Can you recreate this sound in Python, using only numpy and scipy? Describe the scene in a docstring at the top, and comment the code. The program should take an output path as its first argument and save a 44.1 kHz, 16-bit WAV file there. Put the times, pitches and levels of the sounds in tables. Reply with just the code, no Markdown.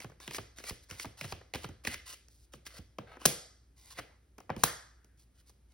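"""Tarot cards are shuffled overhand and laid out on a table, close to a two-port microphone.
Sliding friction makes each packet hiss; its edge ticks on impact and its face flaps onto an air cushion.
Two cards go down with a sharp snap as a bent corner is released, and the last glides to rest.
The quiet room reverberates, and a faint low hum lies underneath."""
import sys
import numpy as np
from scipy import signal
from scipy.fft import rfft, irfft, next_fast_len
from scipy.io import wavfile

SR = 44100
rng = np.random.default_rng(int(sys.argv[2]) if len(sys.argv) > 2 else 0)


def waveform_to_disk(signal):
    """Save audio, clipped to [-1, 1], as 16-bit WAV at the path in sys.argv[1]."""
    frames = np.transpose(np.atleast_2d(signal))
    scaled = np.clip(frames, -1, 1) * 32767
    samples = np.round(scaled).astype(np.int16)
    wavfile.write(sys.argv[1], SR, samples)


N = 252693
TIME = np.arange(N) / SR
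BRIEF = TIME[:8192]   # time axis of one impact
TYPICAL_DB = -41.5   # an ordinary contact

# Cards land edge first, then flat. Each row: start in seconds, knock in dB, brightness in dB,
# flap in dB, final flap pitch in Hz.
LANDINGS = [(0.044, -40.5, -5, -40, 97.6), (0.277, -41, 3.5, -46.5, 113), (0.383, -33, -4.5, -42.5, 97),
            (0.706, -42, 0, -38.5, 55.6), (0.91, -51.5, 11, -46.5, 74), (1.054, -40, -3, -41, 85),
            (1.211, -42, 6.5, -45, 112), (1.243, -39, -3, -39, 81), (1.323, -31.5, -2.5, -39.5, 81.5),
            (1.547, -37.5, -0.5, -37, 70.6), (1.643, -35, -4, -38.5, 120.4),
            (1.689, -48.5, -5, -43.5, 68.6), (1.872, -33, 6, -39, 56), (1.942, -45, 9, -50, 61.4),
            (2.536, -46, -1, -53.5, 133.5), (2.787, -58, -1, -45, 70.04), (2.985, -34, -7, -42.5, 100),
            (3.254, -33, -2, -28.5, 130), (3.986, -35, -5.5, -49, 100), (4.501, -27.5, -14.5, -31, 130),
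            (4.564, -42.5, -1.5, -35, 109), (4.635, -35, -13.5, -25.5, 140)]
# Spectrum of a card contact. Each row: frequency in Hz, spectral level in dB.
CONTACT_SPECTRUM = [(150, -0.5), (300, 3), (700, 2), (1400, 2.5), (2400, 0.5), (3500, -7), (5500, 2.5),
                    (8000, -15.5), (15500, -20)]
# Sound that the ports do not share, for the direct and the diffuse field.
# Each row: frequency in Hz, level relative to the shared sound in dB.
DIRECT_SIDE = [(100, -25), (500, -17.5), (1200, -10.5), (2800, -9.5), (5000, -14), (7300, -31.5),
               (15000, -16)]
ROOM_SIDE = [(100, -20.5), (400, -5), (1000, 2.5), (1800, -11), (3000, -4), (5500, -7), (7300, -25),
             (15000, -10.5)]


def shuffle_strokes(drag_hiss_db=2, drag_swell_db=-9.5, pull_s=.058, pull_swell_db=13):
    """Friction noise grows with speed: a packet drags lightly, then speeds up as it comes free."""
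    # Packets drawn off the deck. Each row: start in seconds, length in seconds, drag in dB, pull in dB,
    # hiss of the pull over its scrape in dB.
    packets = [(0.0, 0.0374, -55, -62.5, 0), (0.198, 0.17, -61.5, -52.5, 6.5), (0.559, 0.14, -62, -49, 3.5),
               (0.885, 0.15, -61, -57.5, 9.5), (1.17, .153, -59.5, -61, 5.5), (1.543, 0.11, -62, -58, 2.5),
               (1.836, 0.11, -55, -51, 1.5)]
    strokes = []
    for grab, length, drag_db, pull_db, hiss_db in packets:
        pull_length = min(pull_s, length)
        strokes.append((grab, length, drag_db, drag_hiss_db, drag_swell_db))
        strokes.append((grab + length - pull_length, pull_length, pull_db, hiss_db, pull_swell_db))
    return strokes


def slides(grip_s=0.01, release_s=0.0029, scrape_hz=2000, hiss_db_per_octave=14, focus_db=4.5):
    """Stick-slip friction: the grain catches and slips; the free length of card colours each stroke."""
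    # Single cards pushed, drawn or straightened. Each row: start in seconds, length in seconds,
    # scrape in dB, hiss over scrape in dB, swell across the stroke in dB.
    single_strokes = [(0.82, 0.022, -75, 13.5, 5), (1.215, 0.04, -56, 0, 16), (1.537, 0.022, -39, -6, -4),
                      (1.868, 0.018, -43, 5.5, -16), (2.055, 0.089, -53, 4.5, -2),
                      (2.295, 0.16, -87, 17, 0), (2.52, 0.04, -64.5, 4, -4), (2.65, 0.026, -53.5, 4, 0),
                      (2.675, 0.11, -60.5, -1.5, 18), (3.065, .1, -57, -18.5, 0.5),
                      (3.19, 0.066, -56, -3.5, 6), (3.76, 0.14, -69, 5.5, 8), (3.9, 0.038, -56.5, 3, -9),
                      (3.94, 0.024, -61.5, -6, 23.5), (3.966, 0.0304, -43, -5.5, 1.5),
                      (4.09, 0.075, -72, -14, -6), (4.57, 0.07, -61.5, 5, 3), (5.17, 0.073, -80.5, 10, -4),
                      (5.34, 0.072, -76.5, 4, 13), (5.46, 0.044, -74.5, 9.5, 1), (5.68, 0.043, -82, 3, 12)]
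    # The low and high parts of the friction noise. Each row: frequency in Hz, spectral level in dB.
    scrape_spectrum = [(250, -0.5), (600, 2.5), (1200, -2.5), (2300, -4.5), (3500, -7.5), (5000, -7),
                       (8000, -32)]
    hiss_spectrum = [(1500, -25), (3000, -9.5), (4500, 2.5), (6500, 1), (9000, 0), (12000, -5),
                     (15500, -8.5)]
    out, t = np.zeros((2, N)), TIME[:16384]
    for start, length, scrape_db, hiss_db, swell_db in shuffle_strokes() + list(single_strokes):
        pressure = (1 - np.exp(-t / grip_s)) * np.exp(-np.maximum(t - length, 0) / release_s)
        pressure *= from_db(swell_db * (np.minimum(t / length, 1) - .5))
        grain = rms_one(snags(t) * from_db(1.9 * flutter(600, t) + 1.2 * flutter(73, t)))
        centre_hz = scrape_hz * 2 ** (hiss_db / hiss_db_per_octave)   # hissier strokes scrape higher
        colour = [(hz, db - focus_db * np.log2(hz / centre_hz) ** 2 / 2) for hz, db in scrape_spectrum]
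        scrape_gain = from_db(scrape_db + 0.4 * flutter(130, t))
        scrape = scrape_gain * noise(colour, DIRECT_SIDE, len(t), ripple_db=6.5)
        hiss = from_db(scrape_db + hiss_db) * noise(hiss_spectrum, DIRECT_SIDE, len(t))
        add(out, start, pressure * grain * (scrape + hiss))
    return out


def snags(t, per_s=70, strength=.9, decay_s=0.00071):
    """A Poisson process: neighbouring edges snag at random and briefly raise the friction."""
    kicks = (rng.random(len(t)) < per_s / SR) * np.minimum(rng.exponential(1, len(t)), 2)
    return 1 + strength * signal.lfilter([1], [1, -np.exp(-1 / (decay_s * SR))], kicks + 1e-18)


def edge_ticks(contact_s=.0014, lead_s=0.00084, crisp_db_per_db=0.407):
    """Impact noise: an edge strikes as a cluster of tiny collisions, and the low band rings longest."""
    # An edge meets the deck or table. Each row: start in seconds, knock in dB, brightness in dB.
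    touches = [(0.003, -48, 4.5), (0.098, -53.5, -10), (0.118, -55, -17), (0.201, -50, -1.5),
               (0.309, -42, 1.5), (0.346, -44, 7.5), (0.585, -50.5, 5), (0.602, -51.5, -20),
               (0.639, -44.5, 2), (0.901, -54, 5), (0.924, -54, -9), (0.997, -46.5, 10.5),
               (1.045, -37.5, -8.5), (1.412, -51, -17), (1.537, -38.5, 4), (1.555, -41.5, 3),
               (1.85, -39.5, 3.5), (2.094, -56, 0), (2.127, -64, 11), (2.134, -57, -7), (2.284, -66.5, 1.5),
               (2.665, -52.5, 9), (3.169, -46.5, -16.5), (3.215, -46, -6.5), (3.995, -41.5, -11.5),
               (4.382, -45, -4.5), (4.403, -49.5, -5), (4.494, -37, -20), (5.045, -66, -1.5),
               (5.495, -60.5, -2.5)]
    out = np.zeros((2, N))
    press = (1 - np.exp(-BRIEF / contact_s)) ** 3
    for start, knock_db, brightness_db, *_ in list(touches) + list(LANDINGS):
        click_db = knock_db + brightness_db
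        # Lighter contacts catch only the very edge and sound crisper.
        crack_db = click_db + crisp_db_per_db * (TYPICAL_DB - knock_db)
        grit = press * noise(CONTACT_SPECTRUM, DIRECT_SIDE, len(BRIEF))
        knock = band(band(grit * np.exp(-BRIEF / (2.1 * contact_s)), 200, 1900), 180, 2800)
        click = band(grit * np.exp(-BRIEF / (1.2 * contact_s)), 1400, 4600)
        crack = band(grit * np.exp(-BRIEF / (0.84 * contact_s)), 5300, .45 * SR)
        tick = impact(knock, knock_db + 1) + impact(click, click_db + 3) + impact(crack, crack_db - 2)
        add(out, start - lead_s, tick)
    return out


def flaps(cushion_s=0.022, halving_db=15.5, rise_s=0.0024, face_lag_s=.0028, roughness=0.32):
    """Air cushioning: a card settles with an uneven flutter that sinks into a soft thump."""
    out = np.zeros((2, N))
    for start, _, _, level_db, end_hz in LANDINGS:
        # A harder landing squeezes the air out sooner.
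        decay_s = cushion_s * 2 ** ((TYPICAL_DB - level_db) / halving_db)
        envelope = (1 - np.exp(-BRIEF / rise_s)) / (1 + (BRIEF / decay_s) ** 3)
        air = rms_one(band(noise(CONTACT_SPECTRUM, DIRECT_SIDE, len(BRIEF)), 25, 310))
        thump = bending_wave(900, end_hz, fall_s=.0023, wobble=0.22)
        add(out, start + face_lag_s, from_db(level_db) * envelope * (thump + roughness * air))
    return signal.sosfilt(signal.butter(3, 10, "high", fs=SR, output="sos"), out)


def corner_snaps(slap_lag_s=0.00055):
    """Elastic release: a bent corner cracks on the table, and the face of the card slaps after it."""
    # Strikes and rebounds. Each row: start in seconds, crack in dB, crack decay in seconds, slap in dB,
    # nominal slap pitch in Hz, time scale of the pitch fall in seconds.
    strikes = [(3.2533, -15.5, 0.0025, -23.5, 1440, 0.012), (3.2555, -24.5, 0.0014, -24.5, 797, 0.0037),
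               (3.2593, -15, 0.001, -27, 342, 0.0048), (4.6353, -18.5, 0.0016, -19.5, 1430, 0.0049),
               (4.6377, -17.5, 0.0018, -27.5, 801, 0.0055)]
    # The crack of a corner. Each row: frequency in Hz, spectral level in dB.
    crack_spectrum = [(400, -3), (1400, -3), (2400, -6.5), (3600, -0.5), (5000, 0.5), (6500, 5), (8500, 3),
                      (11000, -3.5), (15500, -3)]
    out = np.zeros((2, N))
    for start, crack_db, decay_s, slap_db, slap_hz, fall_s in strikes:
        crack = noise(crack_spectrum, DIRECT_SIDE, len(BRIEF)) * fade(decay_s, rise_s=0.0019)
        slap = bending_wave(1.2 * slap_hz, .3 * slap_hz, fall_s) * fade(0.0018, rise_s=0.0005)
        add(out, start, impact(crack, crack_db))
        add(out, start + slap_lag_s, impact(band(slap, 130, 2800), slap_db))
    return out


def bending_wave(start_hz, end_hz, fall_s, wobble=0):
    """Dispersion: high bending waves run fastest, so the pitch drops within milliseconds."""
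    hz = end_hz + (start_hz - end_hz) / (1 + BRIEF / fall_s) ** 2
    hz *= np.exp(wobble * flutter(450, BRIEF))
    return np.sin(2 * np.pi * np.cumsum(hz) / SR)


def glide():
    """Sliding friction: the last card skims the table with a narrow whisper that fades as it slows."""
    # Envelope of the glide. Each row: time in seconds, level in dB.
    envelope = [(4.64, -88), (4.679, -46), (4.78, -57), (4.901, -73.5), (5.059, -79), (5.18, -85)]
    # Card rubbing on the table top. Each row: frequency in Hz, spectral level in dB.
    whisper_spectrum = [(900, -25), (1350, -5.5), (1600, 2), (1900, -1.5), (2250, -15.5), (3000, -35.5)]
    times, level_db = np.transpose(envelope)
    skimming = (TIME > times[0]) & (TIME < times[-1])
    return skimming * from_db(np.interp(TIME, times, level_db)) * noise(whisper_spectrum, DIRECT_SIDE, N)


def reverberation(x, build_s=0.0013, bands=17):
    """A diffuse field: each band stores the energy it is fed and loses it at its own exponential rate."""
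    # Room response. Each row: frequency in Hz, gain in dB, reverberation time in seconds.
    response = [(66.96, 4.5, 0.55), (247, 0.5, 0.16), (500, 3, .42), (950, -7, 0.51), (1660, -2.5, 0.62),
                (2580, 2.5, 0.31), (4500, -1.5, 0.56), (8000, -4, 0.44), (15000, 1, 0.16)]
    decay_times = [(hz, t60) for hz, _, t60 in response]
    size, out = next_fast_len(N), 0
    edges = np.geomspace(60, 16500, bands + 1)
    white = [(20, 0), (20000, 0)]
    wash = [noise(white, ROOM_SIDE, size, ripple_db=3.1, spacing_hz=50)[:, :N] for _ in range(2)]
    for k, (low, high) in enumerate(zip(edges, edges[1:])):
        hz = np.sqrt(low * high)
        t60 = at_hz(decay_times, hz)
        energy = band(x.mean(axis=0) + 1e-9 * wash[0][0], low, high) ** 2
        for retained in (from_db(-120 / (t60 * SR)), np.exp(-1 / (build_s * SR))):   # decay, build-up
            energy = signal.lfilter([1 - retained], [1, -retained], energy)
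        carrier = rms_one(band(wash[k % 2], low, high))
        out = out + from_db(at_hz(response, hz)) * np.sqrt(energy) * carrier
    return out


def room_tone(noise_db=-67.5, hum_db=-65.5, hum_hz=59.5):
    """Ambient noise: a steady low rush and a hum with slow, slight phase modulation."""
    # The quiet room. Each row: frequency in Hz, spectral level in dB.
    ambient_spectrum = [(15, -42), (25, -26), (40, -9), (56, -2.5), (80, -5), (105, -4.5), (160, -17.5),
                        (300, -17), (600, -27.5), (1200, -32.5), (5000, -40), (10000, -39), (16000, -47.5)]
    rush = noise(ambient_spectrum, ROOM_SIDE, N)
    hum = rms_one(np.sin(2 * np.pi * hum_hz * TIME + .5 * flutter(1.8, TIME)))
    return from_db(noise_db) * rush + from_db(hum_db) * hum


def microphone_ports(direct, diffuse):
    """Path difference shifts the treble phase between the ports; direct sound also differs in level."""
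    # Phase difference. Each row: frequency in Hz, lead of the left port in radians.
    phase_lead = [(0, 0), (1600, 0), (2700, .65), (4400, .6), (5200, .35), (7300, 3.14), (10300, 6.2),
                  (13600, 9.4), (16000, 11.7)]
    # Level difference. Each row: frequency in Hz, left minus right in dB.
    balance = [(100, -3.5), (600, 0.5), (1100, 3), (1900, 0), (2800, -1), (4400, -2.5), (5600, 0),
               (15000, 1)]
    size = next_fast_len(N + 2048)
    hz = np.arange(size // 2 + 1) * SR / size
    sides = np.array([[.5], [-.5]])
    spectrum = rfft(direct, size) * from_db(sides * at_hz(balance, hz)) + rfft(diffuse, size)
    phase = sides * np.interp(hz, *np.transpose(phase_lead))
    return irfft(spectrum * np.exp(1j * phase), size)[:, :N]


def noise(colour, unshared, size, ripple_db=0, spacing_hz=130):
    """Partly coherent stereo noise at unit rms; a spectral ripple stands for many small resonances."""
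    hz = np.arange(size // 2 + 1) * SR / size
    mid, side = np.exp(2j * np.pi * rng.random((2, len(hz))))
    width = from_db(at_hz(unshared, hz))
    pair = (mid + width * side * [[1], [-1]]) / np.sqrt(1 + width ** 2)
    ripple = ripple_db * np.clip(flutter(1 / spacing_hz, hz), -2, 2) * hz / (hz + 700)
    return rms_one(irfft(pair * from_db(at_hz(colour, hz) + ripple), size))


def flutter(rate, along):
    """Random modulation along time or frequency, at unit rms."""
    return rms_one(np.interp(along * rate, np.arange(len(along)), rng.standard_normal(len(along))))


def impact(x, level_db):
    """Give a transient the energy of 4 ms of steady sound at this level."""
    energy = np.mean(np.sum(x ** 2, axis=-1))
    return from_db(level_db) * x / np.sqrt(energy / (.004 * SR) + 1e-20)


def fade(decay_s, rise_s):
    """Quick rise, exponential decay."""
    return (1 - np.exp(-BRIEF / rise_s)) * np.exp(-BRIEF / decay_s)


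def band(x, low_hz, high_hz):
    """Causal band-pass."""
    return signal.sosfilt(signal.butter(2, [low_hz, high_hz], "band", fs=SR, output="sos"), x)


def from_db(db):
    """Decibels to amplitude ratio."""
    return 10 ** (np.asarray(db) / 20)


def rms_one(x):
    """Scale to unit rms."""
    return x / np.sqrt(np.mean(x ** 2) + 1e-20)


def at_hz(points, hz):
    """Interpolate on a log-frequency axis."""
    points = np.array(points)
    return np.interp(np.log(np.maximum(hz, 1)), np.log(points[:, 0]), points[:, 1])


def add(out, start_s, sound):
    """Superpose a sound from start_s on."""
    start = max(0, round(start_s * SR))
    out[:, start:start + sound.shape[-1]] += sound[..., :N - start]


def scene():
    """Superposition: the direct sound of the cards and the diffuse field meet at the microphone."""
    deck, snaps, thumps = edge_ticks() + slides(), corner_snaps(), flaps()
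    room_feed = from_db(-7) * deck + from_db(-6) * snaps + from_db(-11) * thumps
    diffuse = reverberation(room_feed) + room_tone()
    return microphone_ports(deck + snaps + thumps + glide(), diffuse)


def record(dry):
    """Band limiting: a steep low-pass removes the treble above 16.3 kHz."""
    return signal.sosfilt(signal.ellip(10, .1, 80, 16300, fs=SR, output="sos"), dry)


dry = scene()
out = record(dry)
waveform_to_disk(out)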